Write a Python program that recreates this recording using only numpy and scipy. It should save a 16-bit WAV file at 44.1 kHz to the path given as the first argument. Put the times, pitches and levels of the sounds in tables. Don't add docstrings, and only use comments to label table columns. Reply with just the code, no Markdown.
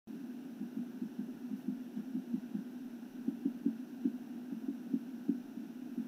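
import sys
import numpy as np
from scipy import signal
from scipy.fft import rfft, irfft
from scipy.io import wavfile
from scipy.ndimage import uniform_filter1d

SR = 44100
rng = np.random.default_rng(int(sys.argv[2]) if len(sys.argv) > 2 else 0)


def voltage_ratio(level):
    return 10 ** (np.asarray(level, float) / 20)


def dump(signal):
    limited = np.clip(np.atleast_2d(signal).T, -1, 1)
    pcm = np.round(limited * 32767).astype(np.int16)
    wavfile.write(sys.argv[1], SR, pcm)


N = 268083

# start_s (crest), level_db, first_return_db, second_return_db, pitch_hz
NEAR_BLOWS = [
    (0.6136, -30, -5.5, -7, 226),
    (0.7719, -33, 3.5, -8.5, 234),
    (1.0218, -29.5, -10, -5.5, 235),
    (1.1937, -30, -4, -6.5, 226),
    (1.5132, -33, 5, -1, 228),
    (1.6843, -27, -9, -5.5, 227),
    (1.974, -33.5, -0.5, -5, 215),
    (2.1532, -28, 1, -4, 236.5),
    (2.3428, -27, -5, -4.5, 227),
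    (2.552, -28.0, -4.5, -3, 217),
]
# thud_width_hz, return_pitch_ratio, return_width_hz, rebound_db, delays_s (rebound, returns)
NEAR_WOOD = (96, 0.97, 104, -2.5, (.0156, .0230, .0388))
# pitch_hz, width_hz, level_db, delay_s
NEAR_UPPER = (325, 58, -16, .0016)


def near_face():
    return pecks(NEAR_BLOWS, NEAR_WOOD, NEAR_UPPER, lead=3.1)


# start_s (crest), level_db, first_return_db, second_return_db, pitch_hz
SIDE_BLOWS = [
    (3.284, -23, -11, -13.5, 254),
    (3.4599, -21, -6, -19, 264),
    (3.6644, -19.5, -6.5, -15.5, 263.7),
    (4.0569, -20.5, -8, -19, 264),
    (4.5259, -28.5, -6.5, -6, 248),
    (4.6869, -25.5, -5.5, -22.0, 269),
    (4.9412, -21, -6.5, -15.5, 258.3),
    (5.2954, -18.5, -6, -15, 262),
    (5.5741, -33, -14, -3, 249),
    (5.98, -27, -3, -17, 256),
]
# thud_width_hz, return_pitch_ratio, return_width_hz, rebound_db, delays_s (rebound, returns)
SIDE_WOOD = (155, .93, 98, -14.5, (.0148, .0211, .0430))
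# pitch_hz, width_hz, level_db, delay_s
SIDE_UPPER = (322, 52, -18, -.0013)


def side_face():
    return pecks(SIDE_BLOWS, SIDE_WOOD, SIDE_UPPER, lead=-.55)


def pecks(blows, wood, upper, lead):
    width_hz, return_ratio, return_width_hz, rebound_db, delays_s = wood
    upper_hz, upper_width_hz, upper_db, upper_delay_s = upper
    wander_s = rng.normal(0, .0002, (len(blows), 3))
    out = np.zeros(N)
    for (start_s, level_db, first_db, second_db, pitch_hz), slip_s in zip(blows, wander_s):
        at = np.arange(round((start_s - .02) * SR), min(round((start_s + .12) * SR), N))
        t = at / SR - start_s
        blow = thud(t, pitch_hz, width_hz, lead)
        blow += voltage_ratio(upper_db) * thud(t - upper_delay_s, upper_hz, upper_width_hz, 0)
        returns_db = (rebound_db, first_db, second_db)
        for delay_s, return_db in zip(delays_s + slip_s, returns_db):
            echo = thud(t - delay_s, pitch_hz * return_ratio, return_width_hz, lead)
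            blow += voltage_ratio(return_db) * echo
        out[at] += voltage_ratio(level_db) * blow
    return out


def thud(since_crest_s, pitch_hz, width_hz, lead):
    age = np.maximum(np.pi * width_hz * since_crest_s + 3, 0)
    swell = (age / 3) ** 3 * np.exp(3 - age)
    return swell * np.cos(2 * np.pi * pitch_hz * since_crest_s - lead)


def without_bass(blows):
    gentle = signal.butter(4, 150, "high", fs=SR, output="sos")
    steep = signal.butter(6, 150, "high", fs=SR, output="sos")
    return signal.sosfiltfilt(steep, signal.sosfilt(gentle, blows + 1e-18))


# start_s, peak_db
TICKS = [
    (5.9838, -63),
]


def ticks():
    out, t = np.zeros(N), np.arange(300) / SR
    ring = np.sin(2 * np.pi * 9800 * t) * np.exp(-t / .0015)
    for start_s, peak_db in TICKS:
        out[round(start_s * SR):][:300] = voltage_ratio(peak_db) * ring
    return out


# freq_hz, density_db_per_hz
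RUMBLE_COLOUR = [(100, -55), (120, -46.5), (142, -21), (160, -25), (185, -13.5), (208, -14.5), (225, -4),
                 (243, 1), (262, -2.5), (285, -9), (330, -14.5), (400, -21.5), (470, -35), (560, -56)]
# centre_s, rise_db
SWELLS = [(0.16, 2), (0.24, 2.5), (0.44, 1.5), (0.62, 2), (0.8, 2.5), (0.97, 1.5), (1.3, 3.5), (1.97, 3.5),
          (3.2, 1.5), (4.12, 1), (4.35, 4), (4.55, -4), (4.67, 2.5), (4.88, 2.5), (5.33, 4), (5.62, 2),
          (5.75, -3), (5.87, 2)]


def rumble():
    level_db, swell_half_s = -45.3, .045
    noise = coloured(RUMBLE_COLOUR)
    power = uniform_filter1d(noise ** 2, size=1500)
    noise = noise / (1 + .15 * power) ** .5
    centre_s, rise_db = np.transpose(SWELLS)
    return voltage_ratio(level_db + bumps(centre_s, rise_db, [swell_half_s])) * noise


# freq_hz, density_db_per_hz
LEAF_COLOUR = [(400, -5.5), (500, -3), (700, 0.5), (850, -3.5), (1150, -13), (1520, -3.5), (2100, -17),
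               (2770, -10.5), (3200, -16.5), (3800, -16.5), (4700, -22), (5800, -15.5), (6800, -25),
               (8400, -31)]
# freq_hz, density_db_per_hz
HISS_COLOUR = [(6000, -33), (7500, -4), (8500, -5), (10000, -0.5), (12500, 2), (15500, 2), (17000, -1)]
# centre_s, leaves_rise_db, hiss_rise_db
STIRS = [
    (0.15, .3, 1.5),
    (1.6, 1.2, 2.5),
    (1.98, 2, 0.3),
    (2.57, 1, .5),
    (3.29, 1, 1),
    (4.05, 1, 0),
    (6.04, 1.3, .5),
]


def leaves_and_hiss():
    leaves_level_db, hiss_level_db, stir_half_s = -63.6, -74, .03
    centre_s, leaves_rise_db, hiss_rise_db = np.transpose(STIRS)
    leaves_db = leaves_level_db + bumps(centre_s, leaves_rise_db, [stir_half_s])
    hiss_db = hiss_level_db + bumps(centre_s, hiss_rise_db, [stir_half_s])
    return voltage_ratio(leaves_db) * coloured(LEAF_COLOUR) + voltage_ratio(hiss_db) * coloured(HISS_COLOUR)


# freq_hz, density_db_per_hz
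WIND_COLOUR = [(12, -22), (25, -1), (35, 5.5), (48, 0), (62, -20.5), (100, -22)]
# centre_s, rise_db (over calm), half_length_s
GUSTS = [(0.15, -8, .12), (1.11, 7, .06), (1.33, 15, .04), (1.79, 15, .035), (2.08, 9, .06), (2.39, 11, .1),
         (2.75, 10, .05), (2.87, 16, .06), (3.16, 15, .1), (3.35, 11, .07), (3.54, 19, .09), (3.9, 6, .12),
         (4.15, 6, .12), (4.42, 9, .08), (4.7, 16, .07), (4.92, 8, .05), (5.13, 9, .09), (5.49, 10, .1),
         (5.82, 7, .05), (5.97, 15, .08)]


def wind():
    calm_db = -89
    return voltage_ratio(calm_db + bumps(*np.transpose(GUSTS))) * coloured(WIND_COLOUR)


# freq_hz, density_db_per_hz
HUM_COLOUR = [(45, -8), (65, -1), (100, 4), (125, -4)]


def hum():
    level_db = -90
    return voltage_ratio(level_db) * coloured(HUM_COLOUR)


def coloured(colour):
    freq_hz, density_db = np.transpose(colour)
    log_hz = np.log(np.arange(N // 2 + 1) * SR / N + 1)
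    gain = voltage_ratio(np.interp(log_hz, np.log(freq_hz), density_db, left=-120, right=-120))
    noise = irfft(rfft(rng.standard_normal(N)) * gain, N)
    return noise / noise.std()


def bumps(centre_s, rise_db, half_s):
    t = np.arange(0, N + 63, 64) / SR
    bells = np.exp(-((t - np.c_[centre_s]) / np.c_[half_s]) ** 2)
    level_db = np.sum(np.c_[rise_db] * bells, axis=0)
    return np.interp(np.arange(N) / SR, t, level_db)


def scene():
    bird = without_bass(near_face() + side_face()) + ticks()
    air = rumble() + leaves_and_hiss() + wind() + hum()
    return (bird + air)[None]


def roll_off(x):
    return signal.sosfilt(signal.butter(12, 15900, fs=SR, output="sos"), x)


def record(dry):
    start_s, cutoff_hz = .0725, 15750
    top_cut = signal.cheby2(16, 60, cutoff_hz + 350, fs=SR, output="sos")
    sound = signal.sosfilt(top_cut, dry)
    early_s = start_s - np.arange(N) / SR
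    no_bass = signal.butter(2, 500, "high", fs=SR, output="sos")
    lead_in = voltage_ratio(-22 - 2200 * early_s) * signal.sosfilt(no_bass, sound)
    mix = np.where(early_s > 0, lead_in, sound)
    return roll_off(mix)


dry = scene()
out = record(dry)
dump(out)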